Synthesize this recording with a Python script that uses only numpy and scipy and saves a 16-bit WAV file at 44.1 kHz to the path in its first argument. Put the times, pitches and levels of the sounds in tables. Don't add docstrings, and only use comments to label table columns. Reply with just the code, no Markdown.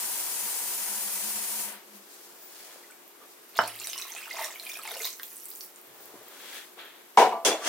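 import sys
import numpy as np
from scipy import signal
from scipy.io import wavfile
from scipy.ndimage import uniform_filter1d

SR = 44100
rng = np.random.default_rng(int(sys.argv[2]) if len(sys.argv) > 2 else 0)


def decibels_to_gain(level_db):
    exponent = np.asarray(level_db, float) / 20
    return 10 ** exponent


def wrap_up_sound(samples):
    columns = np.atleast_2d(samples).T
    tamed = np.clip(columns, -1, 1)
    steps = np.round(tamed * 32767).astype(np.int16)
    wavfile.write(sys.argv[1], SR, steps)


N = 338688
T = np.arange(N) / SR
# f/Hz, likeness/0-1
LIKENESS = [(60, 1), (180, 1), (550, 0.96), (1650, 0.75), (3500, 0), (15000, 0)]


def evened(x):
    return x / np.sqrt(np.mean(x ** 2) + 1e-20)


def read(points, hz):
    f, value = np.transpose(points)
    return np.interp(np.log(hz + 1), np.log(f + 1), value)


def bumps(peaks, hz):
    return sum(db / (1 + (2 * (hz - f) / width) ** 2) for f, width, db in peaks)


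def lean_left(db):
    return decibels_to_gain(np.array([[db], [-db]]))


def add(mix, s, sound):
    part = mix[round(s * SR):][:len(sound)]
    part += sound[:len(part)]


def swell(s, db, rise_s, fall_s):
    rising = (s - T) / max(rise_s, 1e-3)
    falling = (T - s) / max(fall_s, 1e-3)
    return decibels_to_gain(db - 20 * np.maximum(rising, falling))


def swells(rows):
    return sum(swell(*row) for row in rows)


def noise(colour, peaks=(), lag=0, patchy_db=1.5, flicker_db=2.0, size=1024, alike=1):
    frames, hz = 4 * N // size + 5, np.fft.rfftfreq(size, 1 / SR)
    a, b, c, d, patches = rng.standard_normal((frames, len(hz), 5)).T
    patches = uniform_filter1d(patches, size=size // 80, axis=0)
    patches = evened(uniform_filter1d(patches, size=8, axis=1))
    same = np.clip(alike * read(LIKENESS, hz), 0, 1)[:, None]
    right = a + 1j * b
    delay = np.exp(-2j * np.pi * hz * lag / SR)[:, None]
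    left = same * right * delay + np.sqrt(1 - same ** 2) * (c + 1j * d)
    spectrum_db = (read(colour, hz) + bumps(peaks, hz))[:, None]
    flicker = flicker_db * rng.standard_normal(frames)
    z = np.array([left, right]) * decibels_to_gain(spectrum_db + patchy_db * patches + flicker)
    return evened(signal.istft(z, nperseg=size, noverlap=3 * size // 4)[1][:, :N])


def bubble(hz, t60, rise=0.22, onset_cycles=0.81):
    t = np.arange(int(t60 * SR) + 50) / SR
    ring = np.sin(2 * np.pi * hz * t * (1 + rise * t / t60))
    return ring * decibels_to_gain(-60 * t / t60) * np.minimum(t * hz / onset_cycles, 1)


def swarm(lo_hz, hi_hz, cycles, per_s, spread_db):
    out = np.zeros(N)
    for hz in np.geomspace(lo_hz, hi_hz, num=36):
        level = decibels_to_gain(spread_db * np.minimum(rng.exponential(1, N), 4))
        births = level * (rng.random(N) < per_s / 36 / SR)
        out += signal.oaconvolve(births, np.sqrt(hz) * bubble(hz, cycles / hz))[:N]
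    return evened(out)


def strike(blows, modes, split=0.0099, dulling=0.084, spot_db=5.0):
    out, t = np.zeros(N), np.arange(SR // 2) / SR
    shape = (len(modes), 5, 1)
    detune = 1 + split * rng.standard_normal(shape) * (np.arange(5) > 0)[:, None]
    for s, db in blows:
        spots = spot_db * rng.standard_normal(shape)
        slope_db = dulling * min(db - blows[0][1], 0)
        ring = 0
        for (hz, level_db, t60), spot, ratio in zip(modes, spots, detune):
            decay = decibels_to_gain(level_db + slope_db * np.log2(1 + hz / 1000) - 60 * t / t60)
            ring = ring + decay * (decibels_to_gain(spot) * np.sin(2 * np.pi * hz * ratio * t)).sum(0)
        add(out, s, decibels_to_gain(db) * ring * np.minimum(t / 0.0022, 1) / abs(ring).max())
    return out


def kitchen(x, lag, pan_db, wet_db):
    # f/Hz, t60/s
    decay_times = [(200, 0.3), (1000, 0.18), (4000, 0.23), (12000, 0.24)]
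    taps = np.zeros((2, SR // 2))
    at = np.arange(100, SR // 2 - 20, 20) + rng.integers(0, 20, (2, (SR // 2 - 101) // 20))
    np.put_along_axis(taps, at, rng.choice([-1., 1.], at.shape), 1)
    hz, t, z = signal.stft(taps, SR, nperseg=256)
    same = np.clip(read(LIKENESS, hz), 0, 1)[:, None]
    z[0] = same * z[1] + np.sqrt(1 - same ** 2) * z[0]
    z = z * decibels_to_gain(-60 * t / read(decay_times, hz)[:, None])
    tail = signal.istft(z, SR, nperseg=256)[1]
    wet = signal.fftconvolve(x[None], tail / np.linalg.norm(tail[0]), axes=1)[:, :N]
    direct = np.array([np.roll(x, round(lag)), x])
    return (direct + decibels_to_gain(wet_db) * wet) * lean_left(pan_db / 2)


def stream():
    # t/s of the peak, spray level/dB, plunge level/dB, rise/s, fall/s
    gushes = [(3.571, -37, -4, 0.016, 0.0082), (3.61, -48, 2.5, 0.02, 0.19), (3.82, -48.5, -16, 0.03, 0.26),
              (4.0, -49, -16.5, 0.57, 0.3), (4.2, -61, 1, 0.58, 0.048), (4.427, -42.5, -4, 0.28, 0.16),
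              (4.7, -46, -22, 0.15, 0.069), (4.92, -51.5, 0.5, 0.38, 0.19), (5.07, -37.5, -17, 0.16, 0.027),
              (5.3, -53, -28, 0.87, 0.98), (5.64, -46, -54, 0.89, 0.071)]
    # level against the spray in dB, share of the plunge
    sizes = [(-0.5, 1), (3, 0.67), (-2.5, 0.28), (-2, 0.018)]
    swarms = [swarm(548, 1596, cycles=20.0, per_s=700, spread_db=5.5),
              swarm(1770, 4270, cycles=39.0, per_s=1500, spread_db=6.5),
              swarm(4340, 9300, cycles=47.0, per_s=4000, spread_db=9.0),
              swarm(9800, 18200, cycles=13.0, per_s=10000, spread_db=15.5)]
    water = np.zeros(N)
    for (size_db, share), bubbles in zip(sizes, swarms):
        for s, db, plunge_db, rise_s, fall_s in gushes:
            water += swell(s, db + size_db + share * plunge_db, rise_s, fall_s) * bubbles
    return water


def drops():
    # t/s, peak level/dB, bubble f/Hz
    splashes = [(3.8004, -29, 4270), (3.8432, -20.5, 5750), (3.8717, -26.5, 3680), (3.8986, -19, 6120),
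                (3.9321, -21.5, 5040), (3.979, -33, 2870), (3.979, -20, 5600), (4.0214, -20, 3880),
                (4.12, -21.5, 6040), (4.163, -27.5, 2500), (4.182, -28, 2620), (4.205, -39, 2430),
                (4.228, -29, 2480), (4.2544, -30, 2750), (4.3088, -22, 2025), (4.4011, -32, 2340),
                (4.4436, -20.5, 5600), (4.5582, -27.5, 2250), (4.5977, -23, 4050), (4.6658, -25, 2380),
                (4.6942, -24.5, 2340), (4.7168, -26, 3530), (4.7533, -30, 2400), (4.876, -25, 2170),
                (4.9104, -25, 3620), (4.968, -28, 2800), (5.0017, -28, 2090), (5.02, -22, 6390),
                (5.0446, -18, 3720), (5.0535, -16.5, 4060)]
    # t/s, peak level/dB, bubble f/Hz
    spray = [(3.572, -38, 8700), (3.578, -16, 4900), (3.586, -23, 8700), (3.675, -24, 5400),
             (3.755, -25, 8950), (3.79, -30, 3960), (3.815, -25, 2650), (3.835, -32, 3080),
             (3.912, -26, 6460), (3.9325, -22.5, 2960), (3.972, -27, 5950), (3.985, -23, 4100),
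             (3.988, -20, 7900), (3.998, -27, 2520), (4.015, -19, 6140), (4.026, -29, 8700),
             (4.105, -24, 9200), (4.15, -25, 6900), (4.168, -26, 8700), (4.178, -23, 8000),
             (4.33, -23.5, 4830), (4.372, -24, 7050), (4.385, -29, 2210), (4.4015, -35, 3160),
             (4.452, -24, 8500), (4.735, -29, 7000), (4.74, -24, 5300), (4.768, -29, 2500),
             (4.79, -24, 8000), (4.8415, -36, 2700), (4.853, -38, 4800), (4.859, -27, 2500),
             (4.889, -26, 3600), (4.94, -23, 4440), (4.95, -23, 5200), (5.035, -29, 3740),
             (5.046, -17, 4900), (5.064, -21, 5200), (5.072, -41, 2560), (5.078, -24, 4700)]
    # t/s, peak level/dB, bubble f/Hz
    glugs = [(3.805, -33, 1170), (3.957, -28, 1060), (3.994, -30, 1090), (4.051, -28, 1070),
             (4.229, -38, 1220), (4.278, -26, 1360), (4.367, -23, 1040), (4.39, -16.5, 910),
             (4.791, -24, 1250), (4.851, -25, 855), (4.921, -30.5, 467), (4.965, -26.5, 537),
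             (5.006, -28.5, 440), (5.052, -27, 1035), (4.405, -21, 640), (4.42, -21, 870), (4.45, -27, 613),
             (3.566, -36, 1130), (3.577, -39, 1860)]
    # t/s, peak level/dB, bubble f/Hz
    slops = [
        (2.8365, -40, 1920),
        (2.901, -40, 1465),
        (2.9194, -40, 2260),
        (3.2131, -41, 1165),
    ]
    # t/s, peak level/dB, bubble f/Hz
    drips = [
        (5.1976, -31, 1600),
        (5.2328, -31.5, 3380),
        (5.4003, -36, 5900),
        (5.515, -33.5, 4000),
        (5.5589, -29, 6900),
        (5.6087, -24.5, 4600),
        (5.76, -33, 7100),
    ]
    # t/s, peak
    # level/dB, centre f/Hz
    droplets = [(3.6371, -29, 6570), (3.678, -14.5, 9440), (3.7614, -22, 13400), (3.783, -36, 7910),
                (3.7997, -19, 7250), (3.8718, -13.5, 8260), (3.897, -34, 6140), (3.9789, -19.5, 9200),
                (4.0816, -32, 14300), (4.1041, -38, 6020), (4.446, -18, 6800), (4.6357, -25, 10500),
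                (4.6518, -22, 10900), (4.773, -20.5, 10300), (4.8354, -21, 11300), (4.875, -23, 7400),
                (4.9167, -18.5, 10700), (5.0186, -20.5, 6500), (5.0389, -24, 14100), (5.0533, -10, 14200),
                (5.104, -24, 6300), (5.1298, -23, 6200), (5.1522, -32, 15200), (5.2326, -13.5, 13500),
               (5.2814, -33, 15300), (5.3069, -39, 15500), (5.3325, -25, 13800), (5.368, -22.5, 8400),
               (5.4348, -24, 13100), (5.456, -21, 8250), (5.5042, -17, 13000), (5.5526, -20, 12600),
               (5.6296, -32, 13500), (5.6411, -25, 15100), (5.7606, -39, 8200),
                (2.4413, -42, 15000), (2.91, -33, 8060), (3.0788, -29, 13600), (3.4929, -31, 13400),
             (5.7877, -30, 15100), (5.8142, -30, 13500), (5.87, -31, 13500), (5.9464, -32, 15100),
             (5.9793, -38, 15400), (6.0566, -25, 13000), (6.103, -38, 15300), (6.232, -30, 15200),
             (6.2833, -24, 14200), (6.8518, -30, 13400)]
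    # t/s, peak level/dB, centre f/Hz
    ticks = [(3.8718, -20, 4000), (3.9325, -25, 3500), (4.0148, -27, 6000), (4.15, -27, 6000),
             (4.4015, -30, 3000), (4.79, -35, 2500), (3.801, -30, 6960), (3.988, -29, 8000),
             (4.309, -32, 2500), (4.442, -23, 8500), (4.4535, -26, 8000), (4.598, -30, 7000),
             (4.666, -28, 3000), (4.712, -37, 6000), (4.735, -33, 7000), (4.877, -27, 6000),
             (5.0205, -29, 7000), (5.052, -20, 5000), (5.105, -29, 7500), (4.853, -30, 2000),
             (5.0715, -31, 3000), (5.1976, -29.5, 3000), (5.2328, -27, 5030)]
    kinds = [(splashes, 62., -4.5, -7), (spray, 36., -4, -5.5), (glugs, 24., -5, -11),
             (slops, 70., -5, -12), (drips, 70., -11, 2.1),
             (droplets, 34., -3.5, -1.5)]
    water = np.zeros(N)
    for rows, cycles, ring_db, click_db in kinds:
        for s, db, hz in rows:
            add(water, s, decibels_to_gain(db + ring_db) * bubble(hz, cycles / hz, rise=0.088, onset_cycles=4.14))
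            add(water, s, decibels_to_gain(db + click_db) * bubble(1.116 * hz, 12.5 / hz, onset_cycles=0.67))
    for s, db, hz in ticks:
        add(water, s, decibels_to_gain(db + 7.0) * bubble(hz, 4.2 / hz, onset_cycles=0.35))
    return water


def first_slap():
    # t/s, peak level/dB
    slaps = [
        (3.5897, -3),
        (3.637, -17),
    ]
    # f/Hz, level/dB, t60/s
    pot_modes = [(116.4, -25.5, 0.77), (314, -19, 0.37), (530, -22, 0.065), (715, 2.5, 0.1),
                 (910, 10.5, 0.023), (1030, 8, 0.023), (1210, -31, .08), (1460, -8, 0.024),
                 (1495, -6, 0.05), (1900, -9, 0.034), (2060, -6, 0.051), (2500, -13, 0.036),
                 (3100, -2, 0.049), (5470, 0, 0.025)]
    sound = strike(slaps, pot_modes, split=0.041)
    s, db = slaps[0]
    add(sound, s, decibels_to_gain(db + 6) * bubble(1220, 0.0056, onset_cycles=0.81))
    return sound


def pour():
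    no_bass = signal.butter(2, 350, "highpass", fs=SR, output="sos")
    water = signal.sosfilt(no_bass, stream() + drops())
    return kitchen(water + first_slap(), lag=0, pan_db=-1.4, wet_db=-1.0)


def clanks():
    # t/s, peak level/dB
    landings = [
        (7.1745, 4.5),
        (7.186, -12.5),
        (7.203, -12),
        (7.2165, -5.5),
        (7.223, -6.5),
        (7.262, -12.5),
        (7.272, -20),
        (7.322, -14.5),
        (7.335, -38),
        (7.352, -20.5),
    ]
    # f/Hz, level/dB, t60/s
    pan_modes = [(438, -9, 0.17), (542, -10, 0.078), (612, -12, 0.14), (673, -6.5, 0.75), (744, -9.5, 0.6),
                 (804.6, -1.5, 0.21), (856, 1.5, 0.24), (224, -15, 0.1), (949, 8.5, 0.069),
                 (1019, -8.5, 0.57), (1440, -12, 0.12), (1543, -14, .14), (2250, -9, 0.11),
                 (2880, -12, 0.14)]
    # t/s, peak level/dB
    rim_blows = [
        (7.45, -14.5),
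        (7.462, -14),
        (7.474, -18),
        (7.492, -25),
        (7.513, -18),
        (7.526, -16),
        (7.548, -36),
    ]
    # f/Hz, level/dB, t60/s
    steel_modes = [(332, -2.5, 0.1), (442, -1, 0.14), (643, 5.5, 0.15), (870, -2, 0.16), (1025, -0.5, 0.16),
                   (1960, -18, 0.1), (2320, -2.5, 0.092), (2730, 8, 0.06), (3440, 2, 0.1), (4280, -9, .07),
                   (4500, -9, 0.065), (5500, -10, 0.074), (6080, -9, .07), (6580, -4, 0.065)]
    # t/s, peak level/dB
    brushes = [
        (6.773, -41),
        (6.788, -33),
        (6.8, -34),
        (6.82, -34),
        (6.84, -34),
        (6.862, -37),
    ]
    # f/Hz, level/dB, t60/s
    edge_modes = [(1230, 2, 0.069), (1600, -6, .06), (1900, -1, .06), (2250, 2, 0.066), (2730, -5, .06),
                  (3280, 6, 0.093), (3420, -10, .07)]
    # t/s, peak level/dB
    chimes = [
        (7.323, -33),
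        (7.615, -40),
    ]
    # f/Hz, level/dB, t60/s
    chime_mode = [(1165, 0, 0.37)]
    metal = strike(landings, pan_modes)
    metal += strike(rim_blows, steel_modes, split=0.017, dulling=0.36, spot_db=6.5)
    metal += strike(brushes, edge_modes, split=0.038)
    metal += strike(chimes, chime_mode, split=0.00073)
    return kitchen(metal, lag=-4.5, pan_db=0.5, wet_db=-2.5)


def rattle():
    # t/s, dull rattle level/dB, bright rattle level/dB, basin boom level/dB
    bursts = [
        (7.173, -25.5, -34, -19.5),
        (7.321, -82, -77, -45),
        (7.449, -29.5, -22, -24.5),
    ]
    dull = noise([(300, -26), (1500, -1.0), (4000, -9.0), (15000, -26.0)],
                 lag=-0.75, size=256, flicker_db=-0.5)
    bright = noise([(1500, -12), (5500, 8.5), (9000, 6.0), (15000, -10)],
                   [(3270, 160, 14.7), (5300, 190, 2.7), (6250, 410, 5.2)],
                   lag=-19, size=256, flicker_db=0.0)
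    boom = noise([(170, -37), (210, -10.5), (420, 8.5), (680, 9.0), (1000, 2.5), (1300, -8), (3000, -56)],
                 lag=0.55, patchy_db=2.5, size=512)
    # hold in s and fall in dB/s after a blow, level in dB the slide reaches
    parts = [(dull, 0.039, 183, -28), (bright, 0.025, 279, -27.5), (decibels_to_gain(-4.0) * boom, 0.06, 177, -25)]
    slide_s, slide_rise_db_per_s = 7.68, 360
    sound = 0
    for k, (part, hold_s, fall_db_per_s, slide_db) in enumerate(parts):
        level = decibels_to_gain(slide_db - slide_rise_db_per_s * (slide_s - T))
        for s, *db in bursts:
            level = level + (T > s) * decibels_to_gain(db[k] - fall_db_per_s * np.maximum(T - s - hold_s, 0))
        sound = sound + level * part
    return sound * lean_left(.6)


def closing(s):
    return -105 * (np.maximum(T - s, 0) / .4) ** 2.15


def tap():
    # f/Hz, level/dB
    jet_colour = [(59, -28), (180, -28), (330, -13), (1130, -11), (3250, -6), (9210, 1), (14700, -1),
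                  (16000, -22)]
    # f/Hz, width/Hz, level/dB
    wall_peaks = [(953, 24, 10.5), (820, 260, 3.5), (3680, 420, -2.5), (6900, 190, 1.5), (8630, 500, 3),
                  (9240, 97, 5), (10120, 46, 12), (10250, 32, -8), (15100, 690, 10)]
    shut_s = 1.594
    jet = noise(jet_colour, wall_peaks, lag=-3.0, patchy_db=0.5, flicker_db=0.76)
    low = signal.sosfilt(signal.butter(2, 3000, fs=SR, output="sos"), jet)
    high = jet - low
    jet = decibels_to_gain(-32.5) * (decibels_to_gain(closing(shut_s)) * high + decibels_to_gain(3 + closing(shut_s + 0.071)) * low)
    load = decibels_to_gain(-62.5 + 5.5 * T + closing(shut_s + 0.016))
    load += swell(1.96, -49, 0.14, 0.09)
    basin = load * noise([(100, -81), (400, -59)], [(208.1, 15.8, 50.3)], lag=10, size=4096)
    return (jet + basin) * lean_left(1.4)


def shuffle():
    # f/Hz, level/dB
    step_colour = [(80, -34), (150, -22), (350, -3), (700, -3), (1200, -6.5), (3000, -21)]
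    # f/Hz, level/dB
    scuff_colour = [(400, -52), (1000, -16), (1650, -0.5), (2500, -3), (3250, -4.5), (4000, -4.5),
                    (8000, -41)]
    # f/Hz, level/dB
    cloth_colour = [(2000, -11), (4500, 5.5), (7000, 5), (11000, 3.5), (15500, 2.5)]
    # t/s of the peak, level/dB, rise/s, fall/s
    footfalls = [
        (2.0, -66, 0.99, .6),
        (2.302, -61.5, 0.52, 0.5),
        (2.714, -56, 0.37, 0.37),
        (3.216, -56.5, 0.079, 0.15),
        (5.95, -64, 0.99, 0.98),
        (6.162, -60, 0.26, 0.15),
        (6.3, -61, 0.31, 0.85),
        (6.568, -57.5, 0.87, 0.27),
        (6.774, -52, .005, 0.24),
    ]
    # t/s of the peak, level/dB, rise/s, fall/s
    scuffs = [
        (2.2, -65, 1, 0.52),
        (2.6, -59.5, 0.24, 0.49),
        (2.72, -62.5, 0.22, 0.26),
        (3.23, -63, .06, 0.18),
        (5.92, -66, 0.47, 0.43),
        (6.46, -53.5, 0.45, 0.15),
        (6.568, -43.5, 0.17, 0.13),
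        (6.792, -45.5, 0.022, 0.28),
    ]
    # t/s of the peak, level/dB, rise/s, fall/s
    rustles = [
        (2.11, -56, 0.037, 0.16),
        (2.26, -53.5, 1, 0.37),
        (2.58, -50, 0.24, 0.49),
        (2.73, -58.5, .4, 0.33),
        (3.322, -56.5, .13, 0.08),
        (3.529, -57, .25, .05),
        (6.05, -56.5, 0.24, 0.21),
        (6.35, -59, 0.51, .4),
        (6.46, -56, 0.17, .08),
        (6.568, -44, 0.24, 0.16),
    ]
    # t/s of the peak, level/dB, rise/s, fall/s
    sleeves = [
        (2.44, -50, .13, 0.19),
        (6.02, -52, 0.11, 0.092),
    ]
    # t/s, peak level/dB, f/Hz
    heels = [
        (2.759, -40.5, 571),
        (6.14, -33.5, 380),
        (6.153, -35, 303),
        (6.216, -41, 630),
    ]
    texture = dict(lag=-0.9, patchy_db=0.5, flicker_db=1.5, size=512)
    sound = swells(footfalls) * noise(step_colour, **texture)
    sound += swells(scuffs) * noise(scuff_colour, [(3380, 280, 5.9)], **texture)
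    sound += swells(rustles) * noise(cloth_colour, **texture)
    hiss = noise([(13500, -40), (15000, 8), (16000, -13)], flicker_db=1.0, size=256)
    sound += swells(sleeves) * hiss
    knocks = np.zeros(N)
    for s, db, hz in heels:
        add(knocks, s, decibels_to_gain(db - 2.0) * bubble(hz, 0.019, rise=0, onset_cycles=0.24))
    return (sound + knocks) * lean_left(1.)


def low_thuds():
    # t/s of the peak, level/dB, rise/s, fall/s
    thuds = [
        (5.05, -67, .02, .06),
        (5.9, -61, 0.055, 0.089),
        (6.02, -60, 0.057, 0.13),
        (6.2, -60, 0.066, 0.11),
        (7.18, -52, .004, 0.11),
        (7.68, -45, .03, .1),
    ]
    rumble = noise([(30, -30), (70, -22), (120, 0), (200, -31), (400, -60)], size=2048)
    return swells(thuds) * rumble * lean_left(1.)


def fridge():
    # f/Hz, rms level/dB
    hums = [(355.3, -68), (419.9, -72)]
    return sum(decibels_to_gain(db + 2.5) * np.sin(2 * np.pi * hz * T) for hz, db in hums)


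def room_tone():
    # f/Hz, level/dB per Hz
    room_colour = [(40, -40), (103, -19), (364, 0), (569, -6), (1100, -7.5), (4420, -15.5), (12500, -15),
                   (16000, -19)]
    # f/Hz, width/Hz, level/dB
    hiss_band = [(13400, 740, 11)]
    air = noise(room_colour, hiss_band, lag=-4.0, patchy_db=-0.5, flicker_db=0.8, size=2048, alike=0.28)
    return decibels_to_gain(-54) * air * lean_left(.6)


def scene():
    return pour() + clanks() + rattle() + tap() + shuffle() + low_thuds() + fridge() + room_tone()


def band_limit(x):
    return signal.sosfilt(signal.butter(12, 16430, fs=SR, output="sos"), x)


def record(dry):
    bass_cut = signal.butter(6, 170, "highpass", fs=SR, output="sos")
    cut = signal.sosfilt(bass_cut, dry) + decibels_to_gain(-17.5) * dry
    edge = signal.firwin(511, 16050, window=("kaiser", 6), fs=SR)
    finished = np.clip(signal.oaconvolve(cut, edge[None], "same"), -.92, .92)
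    return band_limit(finished)


dry = scene()
out = record(dry)
wrap_up_sound(out)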